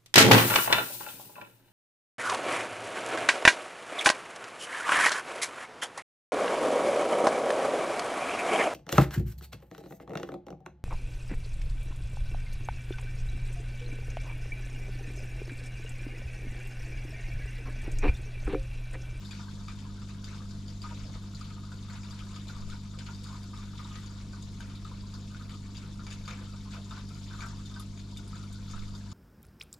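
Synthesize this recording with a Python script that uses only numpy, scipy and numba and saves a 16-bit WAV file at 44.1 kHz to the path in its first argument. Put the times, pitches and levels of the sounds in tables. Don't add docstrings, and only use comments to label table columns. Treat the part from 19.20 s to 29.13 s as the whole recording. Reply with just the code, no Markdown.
import sys
import numpy as np
from scipy import signal
from scipy.fft import rfft, irfft
from scipy.io import wavfile
from scipy.ndimage import uniform_filter1d
from numba import njit

SR = 44100
rng = np.random.default_rng(int(sys.argv[2]) if len(sys.argv) > 2 else 0)


def generate_wav(sig):
    pcm = np.round(np.clip(np.atleast_2d(sig).T, -1, 1) * 32767).astype(np.int16)
    wavfile.write(sys.argv[1], SR, pcm)


def boost_factor(decibels):
    exponent = np.asarray(decibels, float) / 20
    return 10 ** exponent


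N = 437913

# centre_hz, width_hz, gain_db
LID_MODES = [(810, 170, 0), (1230, 14, 0.5), (1132, 24, 0.5), (1428, 115, 5), (1530, 78, 3),
             (2340, 250, 1.5), (3640, 41, 6), (4120, 66, 3), (5087, 87, 2.5), (6380, 130, -5),
             (6805, 240, -5.5)]
# freq_hz, density_db_per_hz
SURFACE_COLOUR = [(510, -23.5), (860, -15.5), (1210, -7), (1450, -11.5), (1670, -12.5), (1960, -8.5),
                  (2410, -3), (2920, 0), (3590, -2), (4920, 2), (6050, -1.5), (6820, 9.5), (8280, -12),
                  (11800, -17.5), (15600, -36)]
SPOTS = 6
CLOSE_DB = -5


def surface():
    gulp_db, large_db, middling_db, fine_db = stream()
    tiny = signal.butter(4, 3100, "high", fs=SR, output="sos")
    heard = 0
    for spot in range(SPOTS):
        here = slice(spot, None, SPOTS)
        gulps = swarm(gulp_db - 8.5, 388, 631, cycles=0.99, spread_db=1.3, glide=0.082, count=350)
        large = swarm(large_db - 12.5, 883, 1590, cycles=2.94, spread_db=3.06, glide=0.035, count=450)
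        middling = swarm(middling_db - 12, 1640, 3420, cycles=1.5, spread_db=3.8, glide=0.018, count=600)
        fine = swarm(fine_db - 15, 3190, 8850, cycles=3.6, spread_db=3.9, glide=0.025, count=1500)
        spray = swarm(fine_db - 23.5, 10000, 15800, cycles=3.4, spread_db=5, glide=0.022, count=1200)
        mist = swarm(-75, 3070, 13060, cycles=2.4, spread_db=5.5, glide=0., count=6000)
        small = signal.sosfilt(tiny, fine + spray + mist + film_tears(TEARS[here]))

        popped = large_bursts(louder(LARGE[here], -4.5))
        popped = popped + middling_bursts(louder(MIDDLING[here], -2.5))
        popped = popped + signal.sosfilt(tiny, small_pings(louder(SMALL[here], -2.5)))
        heard = heard + tank(gulps + large + middling + small + popped)
        heard[0] += boost_factor(CLOSE_DB) * popped

    lid_db = lambda hz: humps(LID_MODES, hz) + 0.5 * on_log(SURFACE_COLOUR, hz) + 4.22
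    return pair(*colour(heard, lid_db))


# start_s, peak_db, pitch_hz
LARGE_BUBBLES = [(0.113, -44.5, 1540), (0.192, -45, 1140), (0.213, -47, 945), (0.282, -46, 1540),
                 (0.408, -49, 953), (0.483, -41, 1230), (0.583, -57, 1410), (0.645, -48, 1040),
                 (0.691, -50, 1240), (0.818, -46, 1250), (1.057, -49, 1160), (1.129, -45, 1510),
                 (1.206, -43, 1240), (1.308, -50, 1530), (1.641, -36, 1230), (1.709, -42, 939),
                 (1.954, -44, 1220), (2.211, -43, 1230), (2.255, -43.5, 1230), (2.305, -46, 1240),
                 (2.365, -48, 1220), (2.435, -44.5, 1230), (2.487, -50, 1230), (2.519, -41.5, 1460),
                 (2.648, -53, 1196), (2.684, -45.5, 1240), (2.847, -46.5, 1400), (2.907, -46, 1150),
                 (2.994, -55, 1530), (3.021, -48, 1210), (3.067, -46.5, 1230), (3.108, -47, 1130),
                 (3.162, -42, 1250), (3.255, -52, 1090), (3.293, -42, 1400), (3.365, -46, 1157),
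                 (3.504, -49, 1400), (3.639, -52, 982), (3.738, -48, 1230), (3.808, -45, 1530),
                 (3.869, -43, 1390), (3.888, -42, 1404), (4.048, -48, 1200), (4.089, -43.5, 1400),
                 (4.13, -43.5, 1120), (4.333, -44, 1210), (4.376, -42, 1160), (4.532, -49, 1230),
                 (4.591, -41, 1210), (4.65, -44, 1210), (4.709, -44, 1230), (4.755, -46, 1230),
                 (4.9, -50, 1210), (4.962, -51, 1130), (5.001, -53, 1150),
                 (5.001, -53, 1390), (5.132, -46, 1480), (5.405, -40, 1520), (5.501, -47, 1230),
              (5.65, -42.5, 1230), (5.69, -53, 1010), (5.713, -46, 1230), (5.838, -54, 1020),
              (5.94, -47, 1030), (6.101, -49, 1220), (6.146, -42, 1470), (6.199, -49, 1290),
              (6.294, -51, 1150), (6.329, -48, 1220), (6.579, -50, 1020), (6.638, -49, 1220),
              (6.794, -42, 1380), (6.845, -51, 1030), (6.868, -45, 1280), (7.078, -35, 1230),
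              (7.193, -46, 1010), (7.215, -51, 1180), (7.338, -49, 1210), (7.45, -51, 1210),
              (7.537, -44, 1410), (7.563, -46, 1530), (7.71, -39.5, 1306), (7.77, -38, 1530),
              (7.905, -52, 1320), (7.953, -49, 1390), (8.1, -48, 1090), (8.135, -43.5, 1463),
              (8.191, -44, 1200), (8.22, -35, 1530), (8.302, -50, 1210), (8.394, -50, 1230),
              (8.512, -49, 1230), (8.561, -43, 1510), (8.598, -45, 1220), (8.988, -48, 1450),
              (9.13, -44, 1270), (9.192, -53, 1230), (9.235, -49, 1220), (9.352, -52.5, 1430),
              (9.481, -48, 1340), (9.535, -40, 1310), (9.684, -55, 1250), (9.739, -49, 1460),
              (9.861, -48, 960), (9.917, -45, 1210)]
LARGE = LARGE_BUBBLES


def large_bursts(rows):
    start_s, peak_db, pitch_hz = np.transpose(rows)
    start = (start_s * SR).astype(int)
    cycles = 6.2 * (0.5 + rng.random(len(start)))
    ring = grains(start, pitch_hz, cycles, boost_factor(peak_db + 0.1), 0.009)
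    return ring + dull_tick(start, peak_db + 1)


# start_s, peak_db, pitch_hz
MIDDLING = [(0.109, -44, 2450), (0.1496, -46, 2400), (0.4827, -43.5, 2460), (0.5893, -47.5, 3150),
            (0.8948, -46, 2480), (1.482, -49.5, 3140), (1.6177, -54, 3130), (2.833, -46.5, 2430),
            (2.992, -43, 3300), (3.1605, -42.5, 3240), (3.2868, -48, 2430), (3.5, -49, 2220),
            (3.6361, -57, 2170), (3.7878, -41.5, 3150), (3.8654, -44, 2900), (4.0701, -64, 3270),
            (4.7557, -45.5, 1880), (5.002, -50, 2180), (5.4064, -44, 3120), (5.498, -50, 3110),
            (6.295, -45.5, 3080), (6.548, -50, 2730), (6.867, -40.5, 2340), (6.9112, -40.5, 2600),
            (7.078, -40, 2150), (7.1092, -38, 2500), (8.2064, -39.5, 2330), (8.7754, -49.5, 2430),
            (8.964, -49.5, 2340), (9.4983, -51.5, 2710)]
# freq_hz, level_db
OVERTONES = [(2400, -12), (3640, -12), (4830, 0.5), (6800, 2), (9500, -6)]


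def middling_bursts(rows):
    start_s, peak_db, pitch_hz = np.transpose(rows)
    count = len(start_s)
    start = (start_s * SR).astype(int)
    chance = rng.random((count, 14)).T
    out = grains(start, pitch_hz, 6.4 * (0.5 + chance[0]), boost_factor(peak_db - 5.5), 0.004)
    out += dull_tick(start, peak_db + 9)
    again = start + (SR * (0.0055 + 0.02 * chance[1])).astype(int)
    again_hz = pitch_hz * (0.85 + 0.3 * chance[2])
    out += grains(again, again_hz, np.full(count, 5.0), boost_factor(peak_db - 6), 0.01)
    for k, (tone_hz, tone_db) in enumerate(OVERTONES):
        size = boost_factor(peak_db + tone_db - 5 - 8.5 * chance[3 + k])
        detuned_hz = tone_hz * (0.946 + 0.067 * chance[8 + k])
        out += grains(start, detuned_hz, np.full(count, 8.1), size, 0.)
    return out


# start_s, peak_db, pitch_hz
SMALL_BUBBLES = [(0.0498, -40, 3950), (0.1106, -36, 3450), (0.2957, -51, 4420), (0.4005, -50, 4830),
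                 (0.4833, -41, 3670), (0.5556, -52, 3640), (0.8165, -46, 5040), (0.8854, -47, 4200),
                 (1.043, -36, 4800), (1.2885, -47, 4970), (1.3094, -44, 4820), (1.481, -38, 4750),
                 (1.618, -36, 4910), (2.0393, -50.5, 3670), (2.148, -39, 4120), (2.2114, -39, 4830),
                 (2.4379, -50, 4050), (2.5242, -47, 4820), (2.6249, -48, 4820), (2.6858, -51, 3630),
                 (2.9088, -40.5, 4800), (3.1438, -42, 5030), (3.1622, -43, 4810), (3.2819, -38, 4110),
                 (3.3643, -51, 4450), (3.5009, -37, 4160), (3.5932, -52, 4940), (3.7888, -38, 4150),
                 (3.8626, -42, 4320), (3.932, -44.5, 4490), (3.9465, -43, 4840), (4.0412, -38, 4900),
                 (4.0701, -44, 4950), (4.0881, -44, 4820), (4.1285, -44, 4110), (4.1594, -47, 4120),
                 (4.2313, -40.5, 4810), (4.3745, -42, 3570), (4.4079, -46, 6590), (4.4538, -46, 3920),
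                 (4.5775, -41, 3730), (4.6453, -41, 3880), (4.7022, -45, 3700), (4.7566, -51, 4430),
                 (4.8614, -40.5, 6700),
                 (5.2243, -38, 7700), (5.4075, -44, 3900), (5.5007, -47, 4820), (5.5551, -44, 4140),
              (5.6459, -44, 3670), (5.808, -49, 4970), (5.9395, -39, 4820), (6.011, -45, 6840),
              (6.1143, -48, 4380), (6.223, -48, 5540), (6.5498, -44, 3310), (6.5688, -38, 4800),
              (6.8461, -48, 7110), (6.866, -48, 3530), (6.905, -39, 4820), (6.9265, -36.5, 6600),
              (7.0567, -43, 4770), (7.0811, -36, 3600), (7.5336, -47, 3700), (7.6453, -45, 4850),
              (7.7087, -41.5, 3670), (7.7675, -43, 4100), (7.8893, -47, 4810), (7.9461, -42, 4820),
              (8.0309, -48, 3660), (8.1307, -44.5, 3580), (8.1821, -51, 4090), (8.2165, -39, 6900),
              (8.2855, -43, 6840), (8.3707, -46, 4840), (8.4575, -41, 3620), (8.4964, -43, 3570),
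              (8.5413, -44, 3640), (8.5612, -43, 4820), (8.5964, -39.5, 3610), (8.7738, -45, 3480),
              (8.7942, -41, 4170), (8.9123, -42.5, 7140), (8.9708, -38, 3560), (9.0771, -46, 4950),
              (9.1559, -43, 6690), (9.2292, -42, 3870), (9.3265, -44, 7270), (9.3509, -53, 4010),
              (9.4767, -45, 3970), (9.5116, -39, 6640), (9.5926, -42, 3600), (9.6812, -46, 4760),
              (9.751, -40, 4800), (9.9157, -42, 7000)]
SMALL = SMALL_BUBBLES


def small_pings(rows):
    start_s, peak_db, pitch_hz = np.transpose(rows)
    count = len(start_s)
    start = (start_s * SR).astype(int)
    chance = rng.random((count, 14)).T
    out = grains(start, pitch_hz, 11 * (0.5 + chance[0]), boost_factor(peak_db - 9), 0.0016)
    tick_hz = 8000 * 1.45 ** chance[1]
    out += grains(start, tick_hz, np.full(count, 1.3), boost_factor(peak_db - 10 * chance[2]), 0.)
    for k, (tone_hz, _) in enumerate(OVERTONES[1:4]):
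        size = boost_factor(peak_db - 9 - 8.8 * chance[3 + k])
        detuned_hz = tone_hz * (0.97 + 0.06 * chance[8 + k])
        out += grains(start, detuned_hz, np.full(count, 10.0), size, 0.)
    return out


# start_s, peak_db
TEARS = [(1.0425, -66), (1.6182, -58), (2.1301, -61), (2.1924, -54), (3.4835, -55), (3.6321, -59),
         (3.7873, -54), (4.0357, -48), (5.4016, -55), (7.887, -58), (8.2601, -51), (8.5972, -42.5),
         (8.9725, -48), (9.0768, -47), (9.3267, -48)]


def film_tears(rows):
    start_s, peak_db = np.transpose(rows)
    start = (start_s * SR).astype(int)
    cycles = np.full(len(start), 3.4)
    out = 0
    for low_hz, chance in zip((7300, 10500), rng.random((len(start), 2)).T):
        out = out + grains(start, low_hz * (1 + 0.47 * chance), cycles, boost_factor(peak_db + 11), 0.)
    return out


def dull_tick(start, peak_db):
    count = len(start)
    return grains(start, np.full(count, 2600.0), np.full(count, 0.26), boost_factor(peak_db), 0.)


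def louder(rows, db):
    return np.array(rows) + [0, db, 0]


# time_s, level_db
AIR_FLOW = [(0.0, -55), (0.83, -61.5), (3.07, -58), (3.84, -61.5), (4.04, -59.5), (5.97, -60.5),
            (6.06, -60), (6.91, -60), (6.99, -59), (7.74, -59), (8.13, -56), (8.82, -63), (9.23, -59),
            (9.93, -60)]
# start_s, length_s, level_db, middling_share_db
SURGES = [(0.11, 0.12, -65, 4), (0.478, 0.032, -57, -22), (0.807, 0.098, -53, -9),
          (1.03, 0.14, -49.5, -4.5), (1.625, 0.23, -51, -2.5), (1.928, 0.022, -56.5, 2),
          (2.18, 0.15, -52.5, -5), (2.43, 0.1, -55, -27), (2.696, 0.072, -47.5, -7),
          (2.841, 0.36, -53.5, -7), (3.274, 0.14, -51, -6), (3.498, 0.054, -48, -10),
          (3.795, 0.15, -53.5, -2.5), (4.056, 0.16, -50.5, -9), (4.31, 0.14, -57, -2),
          (4.566, 0.27, -56, 2), (5.123, 0.032, -46, -13), (5.4, 0.22, -55, -8), (5.655, 0.052, -56, -2),
          (6.15, 0.069, -52, -11), (6.293, 0.062, -57, 1), (6.567, 0.071, -50, -10),
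          (6.79, 0.153, -53, -21), (7.055, 0.17, -48.5, -7), (7.514, 0.047, -51.5, 1), (7.7, 0.11, -52, -5),
          (8.13, 0.16, -45, -12), (8.507, 0.096, -52.5, -8), (9.11, 0.088, -48.5, -10),
          (9.487, 0.15, -52.5, -4)]
# start_s, length_s, level_db
GULPS = [
    (1.683, 0.091, -52.5),
    (1.847, 0.11, -54.5),
    (3.245, 0.054, -58),
    (6.848, 0.035, -56),
    (7.084, 0.054, -55),
    (7.183, 0.052, -58),
    (7.544, 0.054, -55),
    (7.766, 0.04, -59),
    (8.205, 0.048, -57),
]
SURGE_ATTACK_S, SURGE_T60_S = 0.0093, 0.17
FROTH_ATTACK_S, FROTH_HOLD_S, FROTH_T60_S = 0.003, 0.004, 0.16
CALM_DB, SURGE_DB, FROTH_DB = (-3.5, -7.5, 0.7), (-9, -6.5, -3), (-10.5, -12.5, -14.5)


def stream():
    air_db = np.interp(np.arange(N) / SR, *np.transpose(AIR_FLOW))
    start_s, length_s, level_db, share_db = np.transpose(SURGES)
    big = swell(start_s, length_s, level_db, SURGE_ATTACK_S, SURGE_T60_S)
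    small = swell(start_s, length_s, level_db + share_db, SURGE_ATTACK_S, SURGE_T60_S)

    start_s, length_s, level_db = np.transpose(GULPS)
    gulping = swell(start_s, length_s, level_db - 2, SURGE_ATTACK_S, SURGE_T60_S)
    powers = [boost_factor(2 * -65) + gulping]
    for k, (surge, rows) in enumerate([(big, LARGE), (small, MIDDLING), (small, SMALL)]):
        start_s, peak_db, _ = np.transpose(rows)
        hold_s = np.full(len(start_s), FROTH_HOLD_S)
        froth = swell(start_s, hold_s, peak_db + FROTH_DB[k], FROTH_ATTACK_S, FROTH_T60_S)
        calm = boost_factor(2 * (air_db + CALM_DB[k]))
        powers.append(calm + boost_factor(2 * SURGE_DB[k]) * surge + froth)
    return 10 * np.log10(powers)


def swell(start_s, hold_s, level_db, attack_s, t60_s):
    power = np.zeros(N)
    for s, hold, peak_db in zip(start_s, hold_s, level_db):
        first = max(int((s - 4 * attack_s) * SR), 0)
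        last = min(int((s + hold + t60_s) * SR), N)
        t = np.arange(first, last) / SR - s
        fall_db = 60 * np.maximum(t - hold, 0) / t60_s
        rise = np.exp(np.minimum(2 * t / attack_s, 0))
        power[first:last] += boost_factor(2 * (peak_db - fall_db)) * rise
    return power


def swarm(level_db, lo_hz, hi_hz, cycles, spread_db, glide, count):
    when, pitch, loud, ring = rng.random((count, 4)).T
    start = (when * N).astype(int)
    pitch_hz = lo_hz * (hi_hz / lo_hz) ** pitch
    size = boost_factor(np.minimum(-spread_db * np.log(loud + 1e-9), 13))
    return level(grains(start, pitch_hz, cycles * (0.5 + ring), size, glide), 0) * boost_factor(level_db)


@njit
def grains(start, hz, cycles, size, glide):
    out = np.zeros(N)
    for g in range(len(start)):
        step = 2 * np.pi * hz[g] / SR
        fade = np.exp(-hz[g] / SR / cycles[g])
        rise = 1 + glide * hz[g] / SR / cycles[g]
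        a, phase = size[g], 0.
        for i in range(start[g], min(N, start[g] + int(6 * cycles[g] * SR / hz[g]))):
            out[i] += a * np.sin(phase)
            a *= fade
            phase += step
            step = min(step * rise, 3.)
    return out


TANK_T60_S, TREBLE_T60_SHARE = 0.13, 0.55
TANK_DIRECT, TANK_WET_DB = 0.46, 1


def tank(x):
    t = np.arange(int(0.4 * SR)) / SR
    noise = rng.standard_normal((2, len(t)))
    dull = signal.lfilter([0.3], [1, -0.7], noise)
    bright = 0.7 * (noise - dull)
    tail = dull * boost_factor(-60 * t / TANK_T60_S) + bright * boost_factor(-60 * t / (TREBLE_T60_SHARE * TANK_T60_S))
    tail = tail / np.sqrt(np.sum(tail ** 2, axis=1, keepdims=True)) * boost_factor(TANK_WET_DB)
    tail[0, 0] = TANK_DIRECT
    return signal.fftconvolve(x[None], tail, axes=1)[:, :N]


# mains_multiple, level_db, left_minus_right_db
PUMP_PARTIALS = [(1, -50, 0), (2, -44, 0), (3, -54, 0), (4, -47, .8), (5, -63, .3), (6, -68, -.5),
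                 (8, -74, 4), (10, -77, 6), (14, -77.5, 2), (18, -76, 2), (20, -80, 5), (22, -82, 3)]
MAINS_HZ, STROKE_START_S, CABINET_LAG_RAD = 49.953, 0.01421, 0.45


def pump():
    turn = 2 * np.pi * MAINS_HZ * (np.arange(N) / SR + STROKE_START_S)
    out = 0
    for k, level_db, pan_db in PUMP_PARTIALS:
        wave = -np.sqrt(2) * np.sin(k * turn - CABINET_LAG_RAD * k ** 2)
        tone = wave * boost_factor(level_db + 1.18 * walk(2.51))
        out = out + tone * boost_factor(np.array([[pan_db], [-pan_db]]) / 2)
    return out


# freq_hz, density_db_per_hz
RUMBLE_COLOUR = [(10, -18), (17, -0.5), (40, 5.5), (62, -19), (85, -11), (125, -13.5), (165, -6.5),
                 (225, -15), (300, -14.5), (420, -20.5), (600, -38), (850, -47.5), (1500, -43),
                 (16000, -86)]
# centre_hz, width_hz, gain_db
FLOW_HUMPS = [(67.5, 8, 14.5), (126, 8.8, 9), (157, 29, 4), (178, 36, 0), (214.6, 39, 8.5), (277, 15, 8),
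              (327, 27, 4.5)]
# start_s, peak_db
NUDGES = [
    (3.42, -37.5),
    (9.549, -37),
]


def rumble():
    rumble_db = lambda hz: on_log(RUMBLE_COLOUR, hz) + humps(FLOW_HUMPS, hz)
    noise = colour(rng.standard_normal((2, N)), rumble_db)
    out = level(pair(*noise), -48.5) * boost_factor(walk(2.9))
    t = np.arange(N) / SR
    for start_s, peak_db in NUDGES:
        push = np.exp(-((t - start_s - 0.05) / 0.1) ** 2)
        out = out + boost_factor(peak_db) * push * np.sin(2 * np.pi * 14.7 * (t - start_s))
    return out


# freq_hz, density_db_per_hz
STIR_COLOUR = [(10, -7), (18, -1), (35, -10), (60, -10), (100, -18), (130, -36), (300, -61), (16000, -86)]


def stir():
    t = np.arange(N) / SR
    jolt_db = sum(11 * np.exp(-((t - start_s - 0.06) / 0.079) ** 2) for start_s, _ in NUDGES)
    push = colour(rng.standard_normal(N), lambda hz: on_log(STIR_COLOUR, hz))
    return level(push, -59.5) * boost_factor(jolt_db + 1.2 * walk(1.4)) * np.array([[1], [-1]])


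# freq_hz, left_minus_right_db, likeness_0_to_1
PORTS = [(60, 0, .93), (300, .3, .92), (700, 1.5, .75), (1300, 2.8, .72), (1900, 2.3, .5), (4400, 3.2, .62),
         (8000, 6, .35), (10500, 3, .9), (12500, 3, .25), (15000, 2, .5)]


def pair(mid, side):
    like = lambda hz: np.clip(on_log(PORTS, hz, column=2), 0.01, 0.99)
    mid = colour(mid, lambda hz: 10 * np.log10((1 + like(hz)) / 2))
    side = colour(side, lambda hz: 10 * np.log10((1 - like(hz)) / 2))
    left = colour(mid + side, lambda hz: on_log(PORTS, hz) / 2)
    right = colour(mid - side, lambda hz: -on_log(PORTS, hz) / 2)
    return np.array([left, right])


def on_log(table, hz, column=1):
    rows = np.array(table, float)
    return np.interp(np.log(hz + 1), np.log(rows[:, 0]), rows[:, column])


def humps(table, hz):
    return sum(gain_db / (1 + (2 * (hz - f) / width) ** 2) for f, width, gain_db in table)


def colour(x, db_at):
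    size = 2 ** 15
    ceps = irfft(np.log(boost_factor(db_at(np.arange(size // 2 + 1) * SR / size))))
    ceps[1:size // 2] *= 2
    ceps[size // 2 + 1:] = 0
    response = irfft(np.exp(rfft(ceps)))
    response = response.reshape((1,) * (x.ndim - 1) + (-1,))
    return signal.fftconvolve(x, response, axes=-1)[..., :N]


def level(x, db):
    return x * boost_factor(db) / np.sqrt(np.mean(x ** 2))


def walk(rate_hz):
    k = int(SR / rate_hz)
    held = np.repeat(rng.standard_normal(N // k + 1), k)
    return 0.57 * uniform_filter1d(uniform_filter1d(held, k), k)[:N]


def scene():
    return surface() + pump() + rumble() + stir()


def top_cut(x):
    return signal.sosfilt(signal.butter(12, 15700, fs=SR, output="sos"), x)


NOTCH_HZ, NOTCH_WIDTH_HZ, NOTCH_DB = 14650, 900, -9
TOP_BAND_HZ, TOP_CUT_HZ, TOP_DROPS_PER_S = 14250, 15700, 16


def record(dry):
    notch = [(NOTCH_HZ, NOTCH_WIDTH_HZ, NOTCH_DB)]
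    ported = colour(dry, lambda hz: humps(notch, hz) - 60 * (hz > TOP_CUT_HZ))
    top_band = signal.butter(10, TOP_BAND_HZ, "high", fs=SR, output="sos")
    top = signal.sosfiltfilt(top_band, ported)
    dropped = uniform_filter1d(1.0 * (walk(TOP_DROPS_PER_S) > 0.17), size=400)
    return top_cut(ported - dropped * top)


dry = scene()
out = record(dry)
generate_wav(out)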